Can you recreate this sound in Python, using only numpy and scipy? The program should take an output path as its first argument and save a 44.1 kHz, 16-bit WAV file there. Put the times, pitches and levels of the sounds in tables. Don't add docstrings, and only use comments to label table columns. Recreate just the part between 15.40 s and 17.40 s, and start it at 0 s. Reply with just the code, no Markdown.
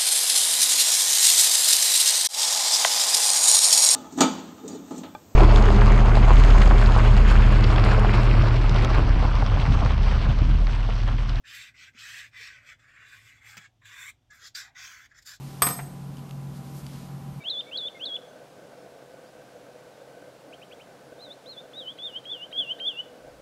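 import sys
import numpy as np
from scipy import signal
from scipy.fft import rfft, irfft
from scipy.io import wavfile

SR = 44100
rng = np.random.default_rng(int(sys.argv[2]) if len(sys.argv) > 2 else 0)


def waveform_to_disk(signal):
    frames = np.transpose(np.atleast_2d(signal))
    scaled = np.clip(frames, -1, 1) * 32767
    samples = np.round(scaled).astype(np.int16)
    wavfile.write(sys.argv[1], SR, samples)


N = 88200


def undb(db):
    return 10 ** (np.asarray(db) / 20)


def unit(x):
    return x / np.sqrt(np.mean(x ** 2))


def clock():
    return np.arange(N) / SR


def colour(x, points, tilt_db_oct=0):
    hz, db = np.array(points, float).T
    octave = np.log2(np.maximum(np.fft.rfftfreq(N, 1 / SR), 1))
    gain_db = np.interp(octave, np.log2(hz), db) + tilt_db_oct * octave
    return irfft(rfft(x) * undb(gain_db), N)


def noise(points, tilt_db_oct=0):
    return unit(colour(rng.standard_normal(N), points, tilt_db_oct))


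def fade(t60_s):
    return np.exp(-np.log(1000) * clock() / max(t60_s, 1 / SR))


def rise(tau_s):
    return 1 - np.exp(-clock() / tau_s)


def at(x, start_s):
    return np.concatenate([np.zeros(int(start_s * SR)), x])[:N]


def ring(modes):
    return sum(undb(db) * np.sin(2 * np.pi * hz * clock()) * fade(t60_s) for hz, db, t60_s in modes)


# f/Hz, level/dB
AIR_SPECTRUM = [(12, -57), (20, -10.5), (85, -12.5), (112, -12.5), (140, -6), (286, -15.5), (443, -22),
                (706, -23.5), (787, -25), (928, -27), (1010, -27.5), (1090, -25.5), (1890, -35.5),
                (9030, -42.5), (14000, -43)]
# f/Hz, width/Hz, level/dB
FAN_TONES = [(181.2, 11, -49), (239.6, 3.8, -55.5), (785, 4.2, -61.5), (859, 17, -67.5), (997, 13, -65)]


def ventilation(air_db=-44.5, steady_db=0.5, waver_db=-6.5):
    out = undb(air_db) * noise(AIR_SPECTRUM)
    bins_hz = np.fft.rfftfreq(N, 1 / SR)
    for hz, width_hz, db in FAN_TONES:
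        peak = 1 / (1 + ((bins_hz - hz) / width_hz) ** 2)
        waver = unit(irfft(rfft(rng.standard_normal(N)) * peak, N))
        steady = unit(np.sin(2 * np.pi * (hz * clock() + rng.random())))
        out += undb(db) * (undb(steady_db) * steady + undb(waver_db) * waver)
    return out


# t/s, level/dB
HUM_ENVELOPE = [(0.0, -37.5), (0.08, -36.5), (0.1, -43), (0.26, -36.5), (0.32, -34), (0.36, -63),
                (0.38, -38), (0.43, -33.5), (0.48, -43.5), (0.67, -36), (0.9, -45.5), (0.93, -35.5),
                (1.1, -34.5), (1.15, -42), (1.2, -35.5), (1.24, -42.5), (1.36, -36), (1.4, -44.5),
                (1.45, -33.5), (1.49, -43.5), (1.57, -38), (1.64, -45.5), (1.74, -35), (1.84, -43),
                (1.89, -31.5), (1.94, -47), (1.97, -34), (2.0, -36.5)]


def hum(centre_hz=139.5, wander_hz=0.81, gain_db=-1):
    hz = centre_hz + wander_hz * noise([(4, 0), (16, -40), (100, -120)])
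    tone = unit(np.sin(2 * np.pi * np.cumsum(hz) / SR))
    times_s, db = np.array(HUM_ENVELOPE).T
    return undb(gain_db + np.interp(clock(), times_s, db)) * tone


# t/s, level/dB, tilt/(dB/oct)
WET_TICKS = [(0.7703, -43, 2), (0.7836, -47.5, 0), (0.7930, -50, -2), (0.894, -47, 4), (0.9100, -36.5, -2),
             (0.9210, -48, 11), (1.4659, -34.5, 1), (1.5346, -45, 1), (1.559, -50, 3)]
# f/Hz, level/dB
WET_SPECTRUM = [(300, -20), (1800, -13), (2300, -5), (2900, 10.5), (3600, -13), (4600, 0.5), (6500, -7.5),
                (9000, -14), (14000, -19)]
# centre t/s, half length/s, level/dB, tilt/(dB/oct)
RUB_STROKES = [(0.102, 0.19, -54, -5), (0.787, 0.016, -57.5, -6), (1.168, 0.04, -56.5, -5),
               (1.28, 0.067, -58, -4.5), (1.38, 0.05, -51.5, -1.5), (1.556, 0.15, -52.5, -6)]
# f/Hz, level/dB
RUB_SPECTRUM = [(500, -36), (2000, -7.5), (4500, 0), (6500, -0.5), (9000, 0.5), (14000, 1.5)]


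def tissue():
    out = np.zeros(N)
    for start_s, db, tilt_db_oct in WET_TICKS:
        tick = noise(WET_SPECTRUM, tilt_db_oct) * fade(t60_s=0.0094)
        out += undb(db) * at(tick, start_s)
    for centre_s, half_s, db, tilt_db_oct in RUB_STROKES:
        stroke = np.exp(-((clock() - centre_s) / half_s) ** 2)
        out += undb(db) * noise(RUB_SPECTRUM, tilt_db_oct) * stroke
    return out


# f/Hz, level/dB
KNOCK_SPECTRUM = [(120, -12), (300, -10), (750, 4.5), (1200, -5.5), (1800, -1.5), (2700, -12), (3600, -19),
                  (12000, -65)]
# f/Hz, level/dB
SOFT_CONTACT = [(800, 3), (2000, -17), (4000, -23), (12000, -60)]


def knock(start_s=0.3885, thud_db=-28, body_db=-28):
    thud = noise(KNOCK_SPECTRUM) * fade(t60_s=0.072) * rise(tau_s=0.0027)
    body = colour(at(ring(TRAY_MODES), start_s), SOFT_CONTACT)
    return undb(thud_db) * at(thud, start_s) + undb(body_db) * body


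# f/Hz, level/dB, t60/s
TRAY_MODES = [(697, -32, .37), (719, -33, .37), (781, -33, .3), (982, -31, .24), (1065, -28, .28),
              (1167, -28, .19), (1231, -24, .18), (1321, -35, .28), (1490, -35, .25), (1525, -28, .09),
              (1841, -36, .3), (2331, -31, .15), (3350, -27, .07), (3630, -31, .08), (4650, -24, .05),
              (5123, -33, .17)]
# t/s, ring level/dB, clank level/dB, tick level/dB
CONTACTS = [(0.2208, 0.5, 0, 1), (0.2232, -20, -7, -2.5), (0.2677, -15.5, -6.5, -25),
            (0.2716, -22, -12, -8), (0.288, -26.5, -15, -10.5), (0.3060, -26, -17.5, -18.5)]


def tray(gain_db=-2):
    elapsed_s = clock() - CONTACTS[0][0]
    out = np.zeros(N)
    for hz, db, t60_s in TRAY_MODES:
        swing = sum(undb(ring_db) * at(fade(t60_s), start_s) for start_s, ring_db, _, _ in CONTACTS)
        out += undb(db) * np.sin(2 * np.pi * hz * elapsed_s) * swing
    return undb(gain_db) * out


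# f/Hz, level/dB
CLANK_SPECTRUM = [(50, -52), (120, -22.5), (250, -3.5), (550, -4), (1200, -2), (2400, -6.5), (2750, -11),
                  (3500, -11), (5800, -20), (14000, -13)]
# f/Hz, level/dB
TICK_SPECTRUM = [(500, -60), (4000, -6), (7000, -7.5), (9400, -11), (10300, 0.5), (11800, 3), (13200, -1),
                 (14200, 1.5)]
# f/Hz, level/dB, t60/s
SNAP_MODES = [(11000, -7, 0.002), (1160, -19, 0.034)]


def clink(clank_gain_db=-18, tick_gain_db=-13.5):
    snap = ring(SNAP_MODES)
    out = np.zeros(N)
    for start_s, _, clank_db, tick_db in CONTACTS:
        clank = undb(clank_gain_db) * noise(CLANK_SPECTRUM) * fade(t60_s=0.071)
        tick = undb(tick_gain_db) * noise(TICK_SPECTRUM) * fade(t60_s=0.022)
        out += at(undb(clank_db) * clank + undb(tick_db) * (tick + snap), start_s)
    return out


# f/Hz, level/dB, t60/s
TOOL_MODES = [(8208, -16, .22), (8228, -29, .56), (8371, -37, .2), (12511, -23, .34), (12536, -30, .46),
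              (12600, -36, .28)]


def tool(start_s=0.2212, gain_db=0.5):
    return undb(gain_db) * at(ring(TOOL_MODES) * rise(tau_s=0.0012), start_s)


# f/Hz, level/dB
ROOM_RESPONSE = [(100, 10), (1000, -6.5), (3000, -7), (7000, 3), (8200, 4.5), (9500, -6), (14000, -3)]


def room(x, echo_db):
    tail = rng.standard_normal(N) * fade(t60_s=0.47) * rise(tau_s=0.004)
    echo = signal.fftconvolve(colour(x, ROOM_RESPONSE), tail / np.linalg.norm(tail))[:N]
    return x + undb(echo_db) * echo


def scene():
    metal = room(clink(), echo_db=-4) + room(tool(), echo_db=-15) + room(tray(), echo_db=-11)
    soft = room(knock(), echo_db=-8) + room(tissue(), echo_db=-16)
    return (metal + soft + ventilation() + hum())[None]


def record(dry, low_cut_hz=56, high_cut_hz=14250):
    highpass = signal.butter(2, low_cut_hz, "high", fs=SR, output="sos")
    lowpass = signal.firwin(601, high_cut_hz, window="blackman", fs=SR)
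    return signal.fftconvolve(signal.sosfilt(highpass, dry), lowpass[None], "same")


dry = scene()
out = record(dry)
waveform_to_disk(out)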